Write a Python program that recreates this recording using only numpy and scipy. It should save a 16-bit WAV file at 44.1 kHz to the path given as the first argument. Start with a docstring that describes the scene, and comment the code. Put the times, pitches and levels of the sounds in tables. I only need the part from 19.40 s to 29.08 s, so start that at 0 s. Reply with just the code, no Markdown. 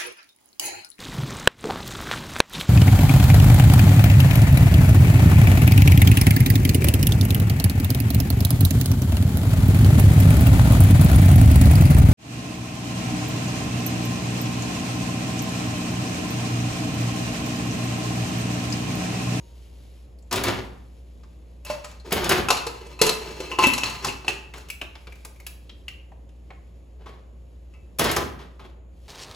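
"""The lid of an aluminium pressure cooker is slid in, turned and locked: each knock is a noise crack with decaying
modes of lid, wall and belly air; sliding drives the same metal and an air resonance with grains of noise.
Handles and lock click as short rough note clusters; the base bumps and rattles on an iron grate; a cloth rustles.
Mains hum and patchy appliance noise fill a hard-walled kitchen, and a phone spreads the treble in stereo."""
import sys
import numpy as np
from scipy import signal
from scipy.fft import rfft, irfft, next_fast_len
from scipy.io import wavfile
from scipy.ndimage import uniform_filter1d, map_coordinates

SR = 44100
rng = np.random.default_rng(int(sys.argv[2]) if len(sys.argv) > 2 else 0)


def inscribe(sig):
    """Save sig as 16-bit PCM at rate SR to the path in sys.argv[1].

    A 1-D sig is mono; a 2-D sig holds one channel per row.
    Samples are clipped to [-1, 1] before scaling.
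    """
    pcm = np.round(np.clip(np.atleast_2d(sig).T, -1, 1) * 32767)
    wavfile.write(sys.argv[1], SR, pcm.astype(np.int16))


N = 426888


def amp(db):
    """Decibels are logarithmic: 20 dB is a factor of ten in amplitude."""
    return np.exp(np.log(10) / 20 * np.asarray(db))


def unit(x):
    """Normalisation to an rms of 1 sets the mean power."""
    return x / np.sqrt(np.mean(x ** 2) + 1e-20)


def along(points, hz):
    """Interpolation of (Hz, value) points on a logarithmic frequency axis, as pitch is heard."""
    f, v = np.transpose(points)
    return np.interp(np.log(hz + 1), np.log(f + 1), v)


def wobble(rate):
    """Slow random modulation: a smooth curve through random knots, rate of them a second."""
    at = np.arange(0, N + 8, 8)
    knots = rng.standard_normal(int(N * rate / SR) + 4)
    return np.interp(np.arange(N), at, map_coordinates(knots, [at * rate / SR]))


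def filtered(x, response):
    """Linear filtering: the spectrum is multiplied by a complex response of frequency."""
    n = x.shape[-1]
    m = next_fast_len(n + 8192)
    return irfft(rfft(x, m) * response(np.fft.rfftfreq(m, 1 / SR)), m)[..., :n]


def lowpass(x, corner_hz):
    """A steep zero-phase low-pass leaves the bass of a sound."""
    return filtered(x, lambda hz: 1 / (1 + (hz / corner_hz) ** 4))


def place(out, s, sound):
    """Superposition: a sound is added from its start in seconds."""
    out[round(s * SR):][:len(sound)] += sound


# Likeness of left and right in diffuse sound. Each row: frequency in Hz, correlation from 0 to 1.
PORT_LIKENESS = [(60, 0.94), (130, 0.69), (300, 0.64), (700, 0.06), (1400, 0.07), (3000, 0.41),
                 (7000, 0.51)]


def diffuse(pair, spectrum):
    """Coherence of a diffuse field: two unrelated signals are coloured and mixed to a set likeness."""
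    def response(hz):
        turn = np.arccos(np.clip(along(PORT_LIKENESS, hz), -1, 1)) / 2
        return amp(along(spectrum, hz)) * [np.cos(turn), np.sin(turn)]
    mid, side = filtered(pair, response)
    return np.array([mid + side, mid - side])


def crack(colour, t60):
    """Impact noise: a bright tick dies first, while the bass rises and dies more slowly."""
    t = np.arange(SR // 4) / SR
    noise = filtered(rng.standard_normal(len(t)), lambda hz: amp(along(colour, hz)))
    bass = lowpass(noise, 900)
    edge = filtered(noise, lambda hz: 1 / (1 + (7000 / (hz + 1)) ** 4))
    treble = (noise - bass) * amp(-60 * t / t60) + 2.2 * edge * amp(-60 * t / 0.017)
    treble *= 1 - np.exp(-t / 0.0018)
    return treble + bass * amp(-60 * t / (1.9 * t60)) * (1 - np.exp(-t / 0.0039))


def ringing(hz, db, t60, rough, size=SR // 4):
    """Modal decay: each mode (column) is a dying sine; a random phase wander roughens the ring."""
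    t = np.arange(size) / SR
    steps = rng.standard_normal((len(hz), len(t) // 10 + 1))
    wander = rough * np.cumsum(steps, axis=1).repeat(10, axis=1)[:, :len(t)]
    modes = amp(db - 60 * t / t60) * np.sin(2 * np.pi * hz * t + wander)
    return np.sum(modes, axis=0) * (1 - np.exp(-t / 0.00027))


def grains(lumpy_db):
    """Friction as shot noise: dense tiny impacts of uneven size come in lumps over steady noise."""
    ticks = (rng.random(N) < 4000 / SR) * rng.standard_normal(N)  # about 4000 impacts a second
    return unit(unit(ticks) * amp(lumpy_db * wobble(60)) + 0.81 * rng.standard_normal(N))


RISE_S = .005


def strokes(rows, channels):
    """Envelope of a movement (s, dB per layer, hold s, fall dB/s per layer): quick rise, hold, steady fall."""
    out, t = np.zeros((channels, N + SR)), np.arange(SR // 2) / SR
    for s, db, hold_s, fall in rows:
        falling_s = np.clip(t - RISE_S - hold_s, 0, None)
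        shape = np.clip(t / RISE_S, 0, 1) * amp(np.c_[db] - np.c_[fall] * falling_s)
        part = out[:, round(s * SR):][:, :len(t)]
        part[:] = np.maximum(part, shape)  # where movements overlap, the louder counts
    return out[:, :N]


# Partials of the mains hum. Each row: multiple of the mains frequency, level in dB against the fundamental.
HUM_PARTIALS = [(1, 0), (2, -22), (3, -23), (4, -28), (5, -25), (6, -28), (9, -29)]
# Colour of the appliance noise. Each row: frequency in Hz, relative level in dB per Hz.
APPLIANCE_COLOUR = [(22, -19.5), (45, -3), (70, 10), (90, -0.5), (304, -9.5), (448, -9), (602, -12),
                    (839, -19.5), (1130, -23.5), (1430, -30.5), (2680, -30), (5720, -53), (7000, -30),
                    (7400, -44.5), (11000, -44), (13000, -46.5), (17000, -68)]
MAINS_HZ, HUM_DB, KITCHEN_DB = 59.7, -44, -51.5  # mean frequency, fundamental and noise levels
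DIP_S, DIP_DB, DIP_WIDTH_S = 5.6, -7, .015  # the hum dips briefly once
HUM_WAVER_DB, HUM_WAVER_RATE = .6, 8  # spread of the level in dB, knots a second


def kitchen():
    """Harmonic series and diffuse noise: an unsteady mains hum lies over patchy appliance noise."""
    t = np.arange(N) / SR
    phase = 2 * np.pi * MAINS_HZ * t + 0.32 * wobble(0.95)
    hum = sum(amp(db + 0.9 * (k > 1) * wobble(11)) * np.sin(k * phase + k * k) for k, db in HUM_PARTIALS)
    dip_db = DIP_DB * np.exp(-((t - DIP_S) / DIP_WIDTH_S) ** 2)
    hum *= np.sqrt(2) * amp(HUM_DB + dip_db + HUM_WAVER_DB * wobble(HUM_WAVER_RATE))
    z = signal.stft(rng.standard_normal((2, N)), nperseg=512)[2]
    # random levels smoothed over frequency, then time, make the noise patchy
    patches = uniform_filter1d(rng.standard_normal(z.shape[1:]), size=6, axis=0)
    patches = uniform_filter1d(patches, size=14, axis=1)
    pair = signal.istft(z * amp(0.8 * unit(patches)), nperseg=512)[1][:, :N]
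    return hum + amp(KITCHEN_DB) * unit(diffuse(pair, APPLIANCE_COLOUR))


# An earlier knock still rings in the empty pot. Each row: frequency in Hz, level in dB, t60 in seconds.
LAST_RING = [(940, -61, 1), (4430, -94.5, .8), (6620, -67, 1)]


def linger():
    """Free decay: the last of a ring that began earlier dies away at the start."""
    hz, db, t60 = np.transpose(LAST_RING)[:, :, None]
    sound = ringing(hz, db, t60, rough=0.1, size=SR // 2)
    return np.pad(sound, (0, N - len(sound)))


# Course of the rustling. Each row: time in seconds, level in dB before a common trim.
CLOTH_LEVELS = [(0, -58.5), (.61, -59.5), (.76, -71), (.9, -67), (1.25, -53), (1.33, -62), (1.52, -64),
                (2.25, -67), (5.3, -68), (5.82, -57.5), (6.0, -62), (6.5, -65), (6.73, -71.5), (7.15, -67),
                (7.75, -71), (8.04, -69.5), (8.23, -67.5), (9.25, -70.5), (9.371, -89), (9.68, -55)]
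# Colour of the rustling. Each row: frequency in Hz, relative level in dB per Hz.
CLOTH_COLOUR = [(500, -2.5), (1500, -5.5), (3000, 2), (7000, -4.5), (11000, -3), (13000, -10), (15500, -14),
                (17000, -35.5)]


def cloth():
    """Friction noise: cloth and hands rub softly, fine grains in a hiss."""
    fine = rng.standard_normal(N) * amp(1.2 * wobble(25) + 1.2 * wobble(400))
    hiss = unit(filtered(fine, lambda hz: amp(along(CLOTH_COLOUR, hz))))
    return amp(np.interp(np.arange(N) / SR, *np.transpose(CLOTH_LEVELS)) - 4.5) * hiss


# The base rattles after it lands or shifts. Each row: start in seconds, treble level in dB before a common
# trim, hold in seconds, bass over treble in dB.
RATTLES = [(0.919, -27, 0.053, 2), (1.046, -25, 0.048, 1.5), (2.717, -28.5, 0.25, 1.7),
           (2.891, -19, .021, -2.5), (7.589, -60.5, .06, 10.5), (7.657, -44.5, .004, 3.5),
           (8.592, -23.5, .02, 3), (8.625, -26, 0.094, 0.5), (8.758, -30, 0.0049, 3.5),
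           (8.987, -42.5, .004, 1), (9.192, -47, 0.0039, 4)]
# Colour of grate and hob top. Each row: frequency in Hz, relative level in dB per Hz.
GRATE_COLOUR = [(35, -26.5), (60, -3), (185, -7), (261, -3.5), (301, -10), (368, 2.5), (498, -7.5),
                (744, -6), (3370, -10), (7400, -25), (9620, -27), (11000, -25), (15500, -38), (17000, -57)]
RATTLE_FALL, RATTLE_BASS_FALL = 170, 130  # dB/s


def rattle():
    """Forced vibration: tiny impacts sound through iron grate and hob top, the bass dying more slowly."""
    broad = filtered(grains(lumpy_db=4.5), lambda hz: amp(along(GRATE_COLOUR, hz)))
    low = lowpass(broad, 800)
    falls = [RATTLE_FALL, RATTLE_BASS_FALL]
    rows = [(s, [db, db + bass_db], hold, falls) for s, db, hold, bass_db in RATTLES]
    return amp(-3.0) * np.sum(strokes(rows, channels=2) * [unit(broad - low), unit(low)], axis=0)


# The pot base meets the grate. 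Each row: start in seconds, strength in dB before a common trim, then the
# relative weights in dB of the wall (near 1 kHz) and the edge (treble).
BASE_CONTACTS = [(0.9111, -16, -3.5, -22), (0.9261, -10.5, -4, -12.5), (0.9569, -12.5, -27, -15.5),
                 (1.036, -11.5, -3, -12.5), (1.0822, -17, -15, -19), (1.8327, -44.5, 1.5, -24.5),
                 (2.655, -39, 6, -41), (2.7072, -26, -4, -17), (2.7235, -10.5, -11, -7.5),
                 (2.8415, -14, -26, -15.5), (2.8919, -7.5, -6, -9), (2.9198, -12, -4, -16),
                 (2.9762, -20.5, -14, -15), (7.6624, -43, 16, -33), (8.5859, -17.5, -10, -5),
                 (8.5928, -9, 0.5, -7.5), (8.6407, -13, 0, -12.5), (8.7128, -14.5, -10, -8),
                 (8.7634, -9, -0.5, -13.5), (8.9924, -47, 14, -22), (9.1927, -52.5, 24, -27)]
THUD_DB, BUMP_T60 = -12, 0.072  # bass weight before offsets; decay of the mid-range in s


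def bumps():
    """Heavily damped impact: the thick base on cast iron hardly rings, a dull broad crack."""
    out = np.zeros(N + SR)
    for s, db, wall_db, edge_db in BASE_CONTACTS:
        colour = [(40, THUD_DB - 20.5), (120, THUD_DB + 10.0), (500, THUD_DB + 15.0), (1050, wall_db + 10),
                  (2500, 0.69), (6500, -3), (11000, edge_db + 8), (16000, edge_db + 1)]
        place(out, s, amp(db - 3.5) * crack(colour, BUMP_T60))
    return out[:N]


# Handles, lock and valve click. Each row: start in seconds, strength in dB before a common trim, main note
# in Hz, then the relative weights in dB of that note, the low range and the edge (treble).
SMALL_PARTS = [(0.787, -57.5, 4660, 2, -20, -6.5), (0.824, -55, 7300, 3, -40, -30),
               (5.1374, -25, 2185, -15, -9.5, -27.5), (5.1797, -39.5, 1490, 1.5, -3, -10),
               (5.286, -36, 2730, -6, -10, -14.5), (5.301, -27.5, 2483, 5.5, -43, -7.5),
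               (5.4142, -22.5, 2710, 3, -7, -25), (5.5528, -31, 3400, -15, -10, -33.5),
               (5.6701, -28, 2580, -15, -9, -33.5), (5.723, -42.5, 2300, 8, -12, -16),
               (5.7548, -47.5, 2530, 0, -13, -12), (5.849, -33.5, 2330, 0, -3.5, -7),
               (5.9603, -53, 2280, 7, -19, -10.5), (6.0002, -42, 2340, 3.5, -8, -10.5),
               (6.0654, -26.5, 2690, -5.5, -21, -8.5), (6.2938, -29.5, 3220, -13, -23, -40),
               (6.4814, -24, 2736, -0.5, -28, -27), (6.7178, -45.5, 1780, -12, 4, -33),
               (6.8904, -52, 2894, -5, -15, -21), (7.1037, -31.5, 2280, -18, -5, -44)]
NOTE_T60, CLICK_T60 = 0.04, 0.048  # s, notes and mid-range of the crack
NOTE_SPREAD = 0.049  # neighbours of the main note, as a fraction above and below


def clicks():
    """Damped modes: small parts held in the hand give a dry crack with a rough, short cluster of notes."""
    out = np.zeros(N + SR)
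    for s, db, main_hz, main_db, low_db, edge_db in SMALL_PARTS:
        colour = [(200, low_db + 3), (800, low_db + 12), (main_hz / 1.23, -4), (main_hz, 3), (main_hz * 1.21, -4),
                  (10500, edge_db + 7.0), (12000, edge_db + 4.5), (16000, edge_db - 1.5)]
        notes_hz = main_hz * (1 + NOTE_SPREAD * np.array([[-1], [0], [1]]))
        sound = ringing(notes_hz, main_db - 4.5, NOTE_T60, rough=0.43)
        sound[:SR // 4] += amp(5.5) * crack(colour, CLICK_T60)
        place(out, s, amp(db - 2.5) * sound)
    return out[:N]


# Modes of lid and pot wall. Each row: frequency in Hz, relative level in dB, t60 in seconds when free.
METAL_MODES = list(zip([865, 1037, 1205, 1307, 2040, 2110, 2288, 2637, 2724, 2805, 2975, 3700, 4138, 4264, 4510, 5270, 5640, 5868, 6600, 7200],
               [-4, 0.5, -9, -4, -12, -8, -10, 0.5, -6, -4, -12, -14, -3, -6, -8, -16, -12, -14, -16, -14],
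               [.3, .45, .3, .3, .4, .25, .3, .55, .15, .3, .4, .3, .45, .55, .35, .3, .15, .25, .3, .25]))
# The lid slides on metal. Each row: start in seconds, hiss level in dB before a common trim, hold in seconds,
# fall in dB/s, then the weights of belly and ringing in dB against the hiss.
SLIDES = [(2.26, -35, 0.056, 180, -39, -6.5), (2.437, -42, 0.016, 117, -26, -5.5),
          (2.645, -47, .07, 198, 12, -4), (3.116, -28, 0.0035, 154, -5.5, 2),
          (3.266, -33.5, 0.0028, 300.5, -5, 3), (3.3, -45, 0.039, 28, 2.5, -1),
          (3.631, -24.5, 0.045, 151.5, -5, 2.5), (3.813, -39, 0.33, 203, 2, -1.6),
          (4.122, -36.5, .004, 329.5, 7, 3), (4.184, -25, 0.041, 90.5, -8.5, 2.5),
          (4.431, -27, 0.025, 202, -14, -0.5), (4.484, -33, .02, 57.5, -11, -1),
          (4.621, -32.5, .02, 200, -4, -1), (4.639, -26, .03, 220, -9, -3),
          (4.861, -38.5, 0.026, 200, 0.5, -8), (4.882, -29.5, 0.013, 600.5, -10, -8.5),
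          (4.923, -45, .01, 80, 3, -15), (5.137, -40, 0.021, 140, -1.5, -2.5)]


def resonance(hz, centre_hz, width_hz):
    """A driven resonator passes most at its centre; damping sets its width."""
    return 1j * hz * np.sqrt(width_hz) / (centre_hz ** 2 - hz ** 2 + 1j * hz * width_hz)


def scrape():
    """Driven resonance: grains of friction hiss, boom in the belly and keep the modes, widened by contact, sounding."""
    rub = grains(lumpy_db=4.0)
    colour = [(50, -24.5), (120, 8.0), (280, -5.5), (900, -1.5), (3000, -3.5), (8000, -9.5), (16000, -20.5)]
    hiss = unit(filtered(rub, lambda hz: amp(along(colour, hz))))
    belly = unit(filtered(rub, lambda hz: resonance(hz, 395, 70)))

    def all_modes(hz):  # neighbours sound in opposite sign
        return sum((-1) ** k * amp(db) * resonance(hz, mode_hz, 9 / t60)
                   for k, (mode_hz, db, t60) in enumerate(METAL_MODES))
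    metal = unit(filtered(rub, all_modes))
    rows = [(s, [db, db + belly_db, db + ring_db], hold, [fall])
            for s, db, hold, fall, belly_db, ring_db in SLIDES]
    return amp(-6.0) * np.sum(strokes(rows, channels=3) * [hiss, belly, metal], axis=0)


# Lid against pot. Each row: start in seconds, strength in dB before a common trim, then the relative weights
# in dB of belly, wall, lid and rim, and the freedom to ring from 0 to 1.
LID_KNOCKS = [(2.2492, -25, -15.5, -25, -12.5, -40, .7), (2.3003, -21.5, 9.5, 0.8, -5, -29, 0.24),
              (2.4448, -20.5, -16, -8.5, -9, -31, 0), (2.5124, -33, -14, -14, -14, -27.5, .3),
              (2.599, -42, -13, -15, -12.5, 1.5, 0.1), (3.0856, -8, -8, 2, -6.5, -30.5, 0.06),
              (3.1038, 0.06, -9, -1, -11.5, -15, 0.13), (3.1686, -15, -24, -7.5, -6.5, -1.5, 0),
              (3.2663, -14, -5, -18, -14.5, -11.5, 0.3), (3.466, -34.5, 5.9, -33.5, -10.5, -31.5, 0.14),
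              (3.5913, -27, -19.5, -3.5, -3, -6, 1), (3.6145, 4.5, -6, -19, -14.5, -17, 0.17),
              (3.6646, -5, -6, -22.5, -17, -26, 0.3), (3.6918, -4.5, -12, -19, -10.5, -7, 0),
              (4.0028, -19, 3, -14, -8, -16.5, 0.07), (4.0581, -31, -1.5, -16, -4.5, -30, .5),
              (4.1158, -24.5, -13, 2.2, 2, -36.5, 0.35), (4.1874, -12.5, -2.5, 2.5, -6, -10.5, 0.45),
              (4.2382, -7.5, -9, -3, -2, -31.5, 0.45), (4.2686, -6, -2.5, -30.5, -10, -28, .17),
              (4.335, -8, -22.5, -18, -5.5, -12, 0), (4.3789, -9.5, -19, -9, -9.5, -27.5, 0.3),
              (4.4343, -9.5, -19.5, -3.5, 0, -24, 0), (4.4587, -21, -21.5, -13, -19, 7, 0),
              (4.4965, -19.5, -9, -9, -14, -20, 0.26), (4.6461, -7, -18.5, -6, -21, -28, 0.1),
              (4.668, -14.5, -11, -21, -21, -25.5, 0.15), (4.6852, -18, -22, -16, -1, -26, 0.27),
              (4.7217, -28, -5.5, -16, -12, -23, 0.3), (4.8463, -33.5, 2.5, 6, -0.5, -4, .12),
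              (4.8806, -11, -9, -5, 4, -20, 0), (8.3376, -47.5, -16, -5, 2.5, -24, 0.52)]
# As the lid moves, belly pitch, favoured modes and crack edge change. Each row: time in seconds, belly, wall
# and lid frequencies in Hz, relative edge level in dB.
LID_POSITIONS = [(2.25, 592, 800, 2850, -12), (2.3, 596, 850, 2580, -19), (2.45, 542.4, 1250, 2640, -23),
                 (3.1, 475, 1122, 2700, -22.5), (3.62, 433.6, 1180, 2450, -19),
                 (4.06, 403.3, 900, 2900, -26.5), (4.19, 366, 1030, 2680, -21.5),
                 (4.24, 340, 1010, 2560, -21), (4.271, 246, 1032, 2670, -16), (4.43, 265, 900, 2710, -25),
                 (4.46, 265, 850, 2640, -19.5), (4.7, 254, 851, 2670, -24), (4.85, 382, 854, 2720, -23.5),
                 (8.3, 299.5, 1303, 2100, -28)]
KNOCK_T60 = 0.062  # s, mid-range of the crack
DETUNE, SCATTER_DB = .007, 3  # random spread per contact: of pitch as a fraction, of each mode's level


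def lid():
    """Modal excitation: a contact cracks, rings modes near its spot and thumps the shut-in air; a grip damps it."""
    out = np.zeros(N + SR)
    hz, level_db, t60 = np.transpose(METAL_MODES)[:, :, None]
    times, *courses = np.transpose(LID_POSITIONS)
    for s, db, belly_db, wall_db, lid_db, rim_db, free in LID_KNOCKS:
        belly_hz, wall_hz, lid_hz, edge_db = (np.interp(s, times, course) for course in courses)
        spot = [(wall_hz / 1.4, wall_db - 9), (wall_hz, wall_db), (wall_hz * 1.3, wall_db - 8),
                (lid_hz / 1.35, lid_db - 7), (lid_hz, lid_db),
                (3400, lid_db - 7.5), (4200, rim_db), (5200, -9), (7200, -11)]
        free = np.clip(free, .1, 1.5)
        scatter_db = SCATTER_DB * rng.standard_normal(hz.shape)
        strength_db = level_db + 4.0 + along(sorted(spot), hz) + scatter_db
        detuned_hz = hz * (1 + DETUNE * rng.standard_normal())
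        sound = ringing(detuned_hz, strength_db, t60 * free, rough=.11)
        sound += ringing(np.array([[belly_hz]]), belly_db + 4.0, 0.33 * free, rough=0.1)
        colour = [(40, -20), (130, belly_db / 2 - 11), (500, belly_db / 2 + 3.0), (wall_hz, wall_db / 2 + 9.5),
                  (1700, -3), (lid_hz, lid_db / 2 + 2.5), (3450, -3), (4200, rim_db / 2 + 10.5), (5200, -3),
                  (7000, -3), (11000, edge_db + 12.5), (16000, edge_db - 4.0)]
        sound[:SR // 4] += amp(4.0) * crack(colour, KNOCK_T60)
        place(out, s, amp(db - 9.5) * sound)
    return out[:N]


# Reverberation of the kitchen. Each row: frequency in Hz, t60 in seconds.
WALL_DECAY = [(150, 0.81), (400, 0.43), (1000, 0.63), (2800, 0.46), (7300, 0.36), (15000, 0.38)]


def room(x):
    """Reverberation: hard walls answer; each quarter second is given a fresh random tail."""
    out, step = np.zeros((2, N + SR)), SR // 4
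    for start in range(0, N, step):
        hz, t, z = signal.stft(rng.standard_normal((2, SR // 2)), SR, nperseg=256)
        decay = amp(-60 * t / along(WALL_DECAY, hz)[:, None])
        tail = signal.istft(z * decay, SR, nperseg=256)[1]
        wet = signal.fftconvolve(x[None, start:start + step], tail / np.linalg.norm(tail[0]), axes=1)
        out[:, start + 100:][:, :wet.shape[1]] += wet  # the answer comes 100 samples late
    return diffuse(out[:, :N], [(100, -0.26), (1000, -1.5), (10000, -1.84)])


# Direct sound between the ports. Each row: frequency in Hz, left minus right level in dB.
PORT_LEAN = [(100, -1), (220, -1), (550, -0.5), (1400, 0.6), (4500, 4), (8000, 3.5)]
ROOM_DB = -2.5


def scene():
    """Interaural-style cues: the pot stands a little to the left, so direct sound reaches the left port first."""
    pot = linger() + cloth() + rattle() + bumps() + clicks() + scrape() + lid()

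    def lead(hz):
        level = amp(np.outer([.5, -.5], along(PORT_LEAN, hz)))
        return level * np.exp(1j * np.outer([1, -1], 0.63 * hz / (hz + 1500)))
    return filtered(np.array([pot, pot]), lead) + amp(ROOM_DB) * room(pot) + kitchen()


TOP_HZ = 17100  # nothing passes from here up


def record(dry):
    """Phase stereo: above 7 kHz the phone spreads one signal, left to right turning once every 4.2 kHz."""
    mid, side = (dry[0] + dry[1]) / 2, (dry[0] - dry[1]) / 2

    def half_turn(hz):
        ramp = 2 * np.pi * np.clip(hz - 7000, 0, None) / 4200
        return (ramp - 0.2 * np.sin(2 * ramp)) / 2  # the turn is slightly uneven

    def keep_side(hz):
        return np.clip((7000 - hz) / 1500, 0, 1) + 0.4 * np.abs(np.sin(2 * half_turn(hz)))
    side = filtered(side, keep_side) + filtered(mid, lambda hz: 1j * np.sin(half_turn(hz)))
    mid = filtered(mid, lambda hz: np.cos(half_turn(hz)))
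    pair = np.array([mid + side, mid - side])
    pair = pair / (1 + np.abs(pair / .9) ** 6) ** (1 / 6)  # a smooth limit keeps the peaks in range
    return filtered(pair, lambda hz: amp(along([(15500, -0.5), (17000, -32.5)], hz)) * (hz < TOP_HZ))


dry = scene()
out = record(dry)
inscribe(out)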